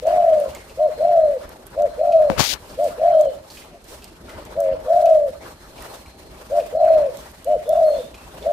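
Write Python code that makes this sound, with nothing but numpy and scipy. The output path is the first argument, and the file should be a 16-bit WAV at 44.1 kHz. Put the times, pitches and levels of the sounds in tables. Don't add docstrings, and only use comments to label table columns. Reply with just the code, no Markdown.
import sys
import numpy as np
from scipy import signal
from scipy.fft import rfft, irfft, next_fast_len
from scipy.io import wavfile
from scipy.ndimage import uniform_filter1d, map_coordinates

SR = 44100
rng = np.random.default_rng(int(sys.argv[2]) if len(sys.argv) > 2 else 0)


def file_out(sig):
    cols = np.atleast_2d(sig).T
    lim = np.clip(cols, -1, 1)
    pcm = np.round(lim * 32767).astype(np.int16)
    wavfile.write(sys.argv[1], SR, pcm)


def undo_db(level):
    steps = np.asarray(level, float) / 20
    return 10 ** steps


N = 375732

# start_s, length_s, top_hz, level_db
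SHORT_NOTES = [
    (0.78, 0.12, 720, -21),
    (1.763, 0.12, 702, -19),
    (2.78, 0.11, 703.4, -19.5),
    (6.506, 0.12, 698, -19),
    (7.461, 0.11, 717.5, -19),
    (8.452, 0.11, 698, -18),
]
# start_s, length_s, top_hz, level_db
HELD_NOTE = [
    (4.559, .195, 677, -19.5),
]
# start_s, length_s, top_hz, level_db, hoarseness_db
LONG_NOTES = [
    (.03, .47, 715, -13, 2.5),
    (.985, .4, 701, -12.5, -1),
    (1.981, 0.37, 701.7, -12.5, 1),
    (2.986, 0.34, 694.3, -12.5, 4),
    (4.86, 0.45, 711, -12.5, 3),
    (6.73, 0.38, 700, -13, 3.5),
    (7.665, 0.36, 684, -14, 4),
]
# start_s, length_s, top_hz, level_db before the loss on the way
FAR_NOTE = [
    (3.69, 0.11, 700, -21),
]
# share_of_length, upper_voice_below_top_hz, upper_db, lower_db
SHORT_COURSE = [(0, 118, -21, -12.5), (.14, 48.5, -2.5, -2), (.4, 1.5, -1.5, 0.5), (.68, 9.5, -0.5, 3.5),
                (.85, 65, -5.5, -3), (1, 161.5, -24.5, -9.5)]
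# share_of_length, upper_voice_below_top_hz, upper_db, lower_db
HELD_COURSE = [(0, 95, -18, -12), (.1, 20, -4, 2.5), (.24, 0, -1.5, 3.5), (.5, 42, -3, 4.5),
               (.88, 42, -4.5, 4.5), (1, 100, -20, -4)]
# share_of_length, upper_voice_below_top_hz, upper_db, lower_db, throb_re_upper_db
LONG_COURSE = [(0, 122.5, -27, -15.5, -7.5), (.06, 85, -7, -15, -5), (.16, 18.5, -4.5, -13, -6),
               (.3, -1, -6, -6, -6), (.45, 38.5, -0.7, -18, -9), (.62, 78, -0.5, -21, -11),
               (.88, 147, -10, -31.5, -6.5), (.96, 187.5, -11, -37, -5.5), (1, 215.5, -26.5, -47.5, -11.5)]
# frequency_hz, gain_db
NECK_SKIN = [(300, -32.5), (450, -1.5), (540, -2.5), (620, 1), (720, -0.9), (790, -12), (1000, -9.5),
             (1400, -5.5)]

# time_s, peak_db
FINGER_KNOCKS = [
    (2.3005, -2.5),
    (2.319, -14),
    (2.3348, -31),
    (2.396, -3),
    (2.406, -5),
    (2.419, -15),
    (2.531, -19),
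]
# time_s, thud_db, scrape_db
FINGER_PRESSES = [
    (2.306, -16.5, -35.5),
    (2.328, -26.5, -48),
    (2.384, -19.5, -19.5),
    (2.399, -13, -13.5),
    (2.433, -38, -20),
    (2.541, -35.5, -28.5),
]
# time_s, level_db
FINGER_SLIDE = [
    (2.299, -41),
    (2.306, -39),
    (2.367, -54),
    (2.385, -23),
    (2.401, -14),
    (2.431, -19),
    (2.538, -20.5),
    (2.55, -38),
    (2.6, -81),
]
# frequency_hz, density_db_per_hz
SKIN_SPECTRUM = [(1180, -22), (2000, -8), (3140, -2.5), (4380, -1), (7060, -6), (7640, -12.5), (13300, -15),
                 (16000, -17)]

# time_s, peak_db, left_minus_right_db, ring_hz
CLAW_TICKS = [(0.0696, -32, -17, 6230), (0.401, -27, -16.5, 9500), (0.549, -27, -8.5, 7130),
              (1.492, -34, -13, 8570), (1.6675, -30, -18, 12750), (1.821, -33, -17, 6100),
              (2.8364, -37, -14, 5310), (2.842, -29, -13, 7100), (3.2113, -27.5, -25, 7100),
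              (3.8426, -35, -13, 8750), (4.043, -29, -6, 5000), (4.4526, -34, 8, 6300),
              (4.6038, -27, -17, 8640), (5.0568, -31, -14, 6500), (5.3042, -45, -25, 9700),
              (5.8236, -28, -17, 9200), (7.171, -31, -24, 7590), (7.3158, -40, -16, 9280),
              (7.445, -29, -13, 8600), (7.6922, -23, -24, 8800)]
# frequency_hz, width_hz, level_db
WIRE_MODES = [(3280, 500, -4.5), (6560, 490, -4.5), (8660, 640, 4.5), (11600, 800, 1.5), (13700, 2800, -5)]
# time_s, peak_db, ring_hz
SEED_TAPS = [(0.342, -34.5, 1750), (0.507, -37, 2850), (0.549, -32, 2130), (0.695, -38.5, 2580),
             (1.431, -37, 1720), (2.122, -31.5, 2510), (2.2207, -35.5, 1680), (2.6962, -39, 4560),
             (3.5013, -33, 4460), (3.5717, -30.5, 2525), (3.62, -37.5, 2080), (4.0216, -37, 2600),
             (4.043, -38.5, 2770), (4.2927, -34, 2020), (5.058, -32.5, 2550), (5.779, -35.5, 2360),
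             (5.8221, -36, 1930), (6.06, -40, 2320), (6.598, -33.5, 2490), (8.143, -33.5, 2485),
             (8.4261, -34, 3520)]
# start_s, end_s, first_hz, last_hz, level_db
FAR_WHISTLES = [(3.094, 3.225, 3060, 3240, -58), (3.23, 3.298, 3330, 2880, -56),
                (6.607, 6.66, 2640, 2570, -64), (7.446, 7.563, 2900, 3000, -64),
                (7.64, 7.76, 3520, 3540, -56.5), (7.926, 8.044, 3360, 3700, -54),
                (7.835, 7.983, 4230, 4206, -51.5), (7.839, 7.928, 8800, 8650, -60),
                (7.84, 7.915, 11800, 11600, -60), (7.85, 7.94, 6300, 6300, -66),
                (8.141, 8.253, 2600, 2606, -61)]
# start_s, end_s, swell_db
INSECT_BOUTS = [
    (.8, 1.29, 11.5),
    (1.9, 2.598, 11),
    (2.98, 3.35, 9.5),
    (5.353, 6.3, 8.5),
    (6.75, 7.04, 11.5),
]
# frequency_hz, t60_s
ROOF_DECAY = [(300, 0.22), (700, 0.42), (4000, 0.26), (12000, 0.016)]

# time_s, half_length_s, scuffle_swell_db, feather_and_litter_hiss_swell_db
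YARD_SHUFFLES = [(0.121, 0.082, 13, 6), (0.318, 0.14, 11, 5), (.5, 0.099, 8, 7), (1.112, 0.31, 9, 4),
                 (1.468, 0.065, 5.5, -0.5), (1.807, 0.16, 7, 1.5), (2.15, 0.19, 3.5, 1.5),
                 (2.397, 0.22, 8.5, 5.5), (2.726, 0.079, 2.5, 4.5), (2.865, 0.07, 3.5, 10),
                 (3.056, 0.27, 10, 4.5), (3.187, 0.046, 1.5, 4.5), (3.555, 0.083, -1.8, 12.5),
                 (3.71, 0.073, 3.5, -2.5), (3.922, 0.066, 2.5, 9), (4.007, 0.04, 3, 2), (4.357, 0.17, 8, 4),
                 (4.545, 0.3, 4, -0.5), (4.735, 0.049, 9, -0.5), (5.042, 0.24, 7, 5),
                 (5.942, 0.072, 6, 9.5), (5.46, 0.061, 11.5, 9), (5.817, 0.077, 10, 8),
                 (6.36, 0.12, 5.5, 4), (6.573, 0.13, 8, 8), (6.945, 0.21, 13, 5), (7.21, 0.069, 5, 8),
                 (7.542, 0.065, 8, 3), (7.866, 0.22, 8, 7.5), (8.41, 0.29, 8.5, 5)]
# frequency_hz, density_db_per_hz
RUMBLE_SPECTRUM = [(12, -53), (20, -11.5), (59, 2.5), (108, -7), (403, -8.5), (461, -15), (500, -24),
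                   (650, -33.5), (1100, -120)]
# frequency_hz, density_db_per_hz
SCUFFLE_SPECTRUM = [(180, -21.5), (300, -9), (402, -2), (465, -2.5), (646, 2.5), (695, -5.5), (785, -1.5),
                    (5500, -24.5), (7150, -48), (12100, -120)]
# frequency_hz, density_db_per_hz
HISS_SPECTRUM = [(2350, -6), (4000, -4), (7880, -7.5), (8850, -6), (11100, -11.5), (12300, -8),
                 (14600, -14.5), (16000, -18.5)]
# frequency_hz, correlation
PORT_CORRELATION = [(60, 0.94), (240, 1), (950, 0.52), (3000, 0)]
# frequency_hz, left_minus_right_db
YARD_BALANCE = [(180, -1), (800, 3), (4500, -1), (9000, -7)]

VOICE_GAP_HZ = 95


def unit(x):
    return x / np.sqrt(np.mean(x ** 2) + 1e-20)


def along(points, hz):
    f, v = np.transpose(points)
    return np.interp(np.log(hz + 1), np.log(f + 1), v)


def curves(rows, t):
    s, *columns = np.transpose(rows)
    return [np.interp(t, s, column) for column in columns]


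def wobble(rate_hz, size):
    knots = rng.standard_normal(int(size * rate_hz / SR) + 4)
    return map_coordinates(knots, [np.arange(size) * rate_hz / SR])


def filtered(x, response):
    m = next_fast_len(x.shape[-1] + 8192)
    return irfft(rfft(x, m) * response(np.fft.rfftfreq(m, 1 / SR)), m)[..., :x.shape[-1]]


def resonances(modes):
    def response(f):
        return sum((-1) ** k * undo_db(db) * 1j * f * width / (center * center - f * f + 1j * f * width)
                   for k, (center, width, db) in enumerate(modes))
    return response


def sides(pan_db):
    pair = undo_db(np.array([[pan_db / 2], [-pan_db / 2]]))
    return pair / pair.mean()


def dove():
    notes = [note(sung(e, SHORT_COURSE), drift_hz=3.35, flutter_db=2.1) for e in SHORT_NOTES]
    notes += [note(sung(e, HELD_COURSE), drift_hz=1.6, flutter_db=1.0) for e in HELD_NOTE]
    notes += [note(sung(e, LONG_COURSE), drift_hz=5, flutter_db=2.4) for e in LONG_NOTES]
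    for s, length, top_hz, db in FAR_NOTE:
        event = (s, length, top_hz, db - 28.5)
        notes.append(note(sung(event, SHORT_COURSE), drift_hz=8.7, flutter_db=7.0))
    out = np.zeros(N + SR)
    for s, x in notes:
        out[round(s * SR):][:len(x)] += x
    return filtered(out[:N], lambda hz: undo_db(along(NECK_SKIN, hz)))


def sung(event, course):
    s, length, top_hz, db, *hoarse_db = event
    lift_db = 0.1361 * (top_hz - 700)
    return [(s + share * length, top_hz - hz, db + high_db, db + low_db + lift_db, *np.add(throb_db, hoarse_db))
            for share, hz, high_db, low_db, *throb_db in course]


def note(rows, drift_hz, flutter_db):
    t = np.arange(rows[0][0] - .008, rows[-1][0] + 0.0033, 1 / SR)
    size = len(t)
    high_hz, high_db, low_db, *throb = curves(rows, t)
    throb_db = (throb[0] if throb else -30) + 2.5 * wobble(14, size)
    tone = 2 * np.pi * np.cumsum(high_hz + drift_hz * wobble(43.94, size)) / SR
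    beat = 2 * np.pi * np.cumsum(VOICE_GAP_HZ + drift_hz * wobble(34.8, size)) / SR
    beat = beat + rng.uniform(0, 2 * np.pi)

    def throat_db(k):
        return -10 * np.log10(1 + ((high_hz + k * VOICE_GAP_HZ - 686) / 102) ** 4)

    # distance from the upper voice in gaps, level in dB
    lines = [(0, high_db), (-1, low_db), (-2, low_db - 22.5), (0.82, high_db - 16.5 + throat_db(0.49))]
    for k in np.array([-1, 1, 2, 3]) / 2:
        lines.append((k, high_db + throb_db + throat_db(k) - 6 * k - 4.5))
    voice = 0
    for k, db in lines:
        level = undo_db(db + flutter_db * wobble(52.3, size))
        slip = (k % 1 > 0) * 1.7 * wobble(22, size)
        voice = voice + level * np.sin(tone + k * beat + slip)
    voice = voice + undo_db(high_db - 34.5) * np.sin(2 * tone)
    edge = np.clip(np.minimum(t - t[0], t[-1] - t) / 0.0061, 0, 1)
    return t[0], np.sqrt(2) * edge * voice


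def finger():
    t = np.arange(N) / SR
    pushes = np.zeros(N)
    for s, db in FINGER_KNOCKS:
        pushes[round(s * SR)] = undo_db(db)
    knock = filtered(pushes, resonances([(108, 83, 30.0), (760, 400, 30), (2470, 2500, 4)]))
    knock = filtered(knock, lambda hz: 1 / (1 + 1j * hz / 5200) ** 2)

    def band(points):
        return unit(filtered(rng.standard_normal(N), lambda hz: undo_db(along(points, hz))))

    thud_db, scrape_db = pressing(t)
    hiss_db, = curves(FINGER_SLIDE, t)
    grip = undo_db(1.5 * wobble(600, N))
    rub = undo_db(thud_db + 1.8) * band([(25, -46), (60, 5.0), (300, -8.0), (800, -15), (1500, -61)])
    rub = rub + undo_db(scrape_db - 1.1) * grip * band([(400, -44), (900, 4), (3000, -7), (4000, -37)])
    rub = rub + undo_db(hiss_db + 1.2) * grip * band(SKIN_SPECTRUM)
    touching = (t > FINGER_SLIDE[0][0]) * (t < FINGER_SLIDE[-1][0])
    left = -knock + rub * touching
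    return np.array([left, undo_db(-44) * np.roll(left, 40)])


def pressing(t):
    s, *peaks_db = np.transpose(FINGER_PRESSES)[:, :, None]
    rise_db_s, falls_db_s = 900, (599, 407)
    return [np.max(db - np.maximum(rise_db_s * (s - t), fall * (t - s)), axis=0)
            for db, fall in zip(peaks_db, falls_db_s)]


def contacts(events, t60, grit, body):
    out, t = np.zeros((2, N + SR)), np.arange(SR // 10) / SR
    for s, db, pan_db, hz in events:
        puff = unit(filtered(rng.standard_normal(len(t)), resonances(body + [(hz, hz / 4, 3)])))
        blow = (np.sin(2 * np.pi * hz * t) + grit * puff) * undo_db(-60 * t / t60)
        blow = blow + 0.26 * puff * undo_db(-60 * t / (6 * t60))
        out[:, round(s * SR):][:, :len(t)] += undo_db(db) * sides(pan_db) * blow / np.abs(blow).max()
    return out[:, :N]


def claws():
    return contacts(CLAW_TICKS, t60=0.0063, grit=0.91, body=WIRE_MODES)


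def seed_taps():
    taps = [(s, db, -1.5, hz) for s, db, hz in SEED_TAPS]
    return contacts(taps, t60=0.063, grit=0.58, body=[(1190, 690, -12), (4400, 5500, -7)])


def whistles():
    out = np.zeros(N)
    for s, end, first_hz, last_hz, db in FAR_WHISTLES:
        size = round((end - s) * SR)
        hz = np.linspace(first_hz, last_hz, size) + 70 * wobble(140, size)
        swell = np.sqrt(signal.windows.tukey(size, .4)) * undo_db(db + 8 + 2.5 * wobble(85, size))
        out[round(s * SR):][:size] += swell * np.sin(2 * np.pi * np.cumsum(hz) / SR)
    return out


def insects():
    t = np.arange(N) / SR
    singing_db = uniform_filter1d(sum(db * (t > s) * (t < end) for s, end, db in INSECT_BOUTS), size=2000)
    song = filtered(rng.standard_normal((2, N)), resonances([(4187, 76, 0)]))
    return undo_db(-69 + singing_db + 2.5 * wobble(25, N)) * unit(song)


def roof(x, alike):
    hz, t, z = signal.stft(rng.standard_normal((3, SR // 2)), SR, nperseg=256)
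    decay = undo_db(-60 * t / along(ROOF_DECAY, hz)[:, None])
    tail = signal.istft(z * decay, SR, nperseg=256)[1]
    share = np.clip(alike, 0, 1)
    common = np.array([np.roll(tail[2], 4), tail[2]])
    tail = np.sqrt(share) * common + np.sqrt(1 - share) * tail[:2]
    late = np.pad(x, (1500, 0))[None]
    return signal.fftconvolve(late, tail / np.linalg.norm(tail[0]), axes=1)[:, :N]


def yard():
    scuffle_db, hiss_db = shuffling(np.arange(N) / SR)
    stir = .6 * wobble(14, N) + .9 * wobble(60, N)
    low_db = -46 + 0.39 * (scuffle_db + 54.0) + 0.48 * wobble(3.03, N)
    low = undo_db(low_db) * rush(RUMBLE_SPECTRUM, patchy_db=2.0)
    middle = undo_db(scuffle_db + 8.5 + 1.68 * stir) * rush(SCUFFLE_SPECTRUM, patchy_db=3.0)
    high = undo_db(hiss_db + 3.0 + 2.0 * stir) * rush(HISS_SPECTRUM, patchy_db=1.0)
    return low + middle + high


def shuffling(t):
    level_db = np.ones((2, len(t))) * np.array([[-59.5], [-60]])
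    for s, half, *swell_db in YARD_SHUFFLES:
        away = np.maximum((t - s) / half, (s - t) / (0.85 * half))
        level_db = level_db + np.array(swell_db)[:, None] * np.exp(-away ** 1.75)
    return level_db


def rush(spectrum, patchy_db):
    z = signal.stft(rng.standard_normal((2, N)), nperseg=512)[2]
    field = uniform_filter1d(uniform_filter1d(rng.standard_normal(z.shape[1:]), 8, 0), 6, 1)
    pair = signal.istft(z * undo_db(patchy_db * unit(field)), nperseg=512)[1][:, :N]

    def shaped(hz):
        angle = np.arccos(np.clip(along(PORT_CORRELATION, hz), -1, 1)) / 2
        return undo_db(along(spectrum, hz)) * [np.cos(angle), np.sin(angle)]

    mid, side = filtered(pair, shaped)
    both = np.array([mid + side, mid - side])
    both = filtered(both, lambda hz: undo_db(along(YARD_BALANCE, hz) * [[.5], [-.5]]))
    both = np.array([np.roll(both[0], 6), both[1]])
    return both / both.mean(0).std()


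def scene():
    bird, far = dove(), whistles()
    direct = np.array([undo_db(.7) * np.roll(bird, 4), undo_db(-.7) * bird])
    echo = undo_db(-18) * roof(bird, alike=.2)
    small = claws() + seed_taps()
    small_echo = undo_db(-9.0) * roof(small.mean(0) + 1.2 * far, alike=0.14)
    return direct + echo + finger() + small + small_echo + 0.67 * far + insects() + yard()


def starved(x, gate_db, slope_db):
    hz, _, z = signal.stft(x, SR, nperseg=2048)
    power = uniform_filter1d(np.mean(np.abs(z) ** 2, axis=0), size=30, axis=0)
    threshold_db = gate_db + slope_db * (hz[:, None] - 14000) / 1000
    over_db = 10 * np.log10(np.abs(power) + 1e-20) - threshold_db
    return signal.istft(z * np.clip(over_db / 2 + .5, 0, 1), SR, nperseg=2048)[1][:, :N]


def low_pass(x):
    return signal.sosfilt(signal.butter(12, 16510, fs=SR, output="sos"), x)


def record(dry):
    held = dry / (1 + np.abs(dry) ** 8) ** (1 / 8)
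    held = filtered(held, lambda hz: np.clip((15900 - hz) / 400, 0, 1))
    mix = starved(held, gate_db=-89.0, slope_db=1.5)
    return low_pass(mix)


dry = scene()
out = record(dry)
file_out(out)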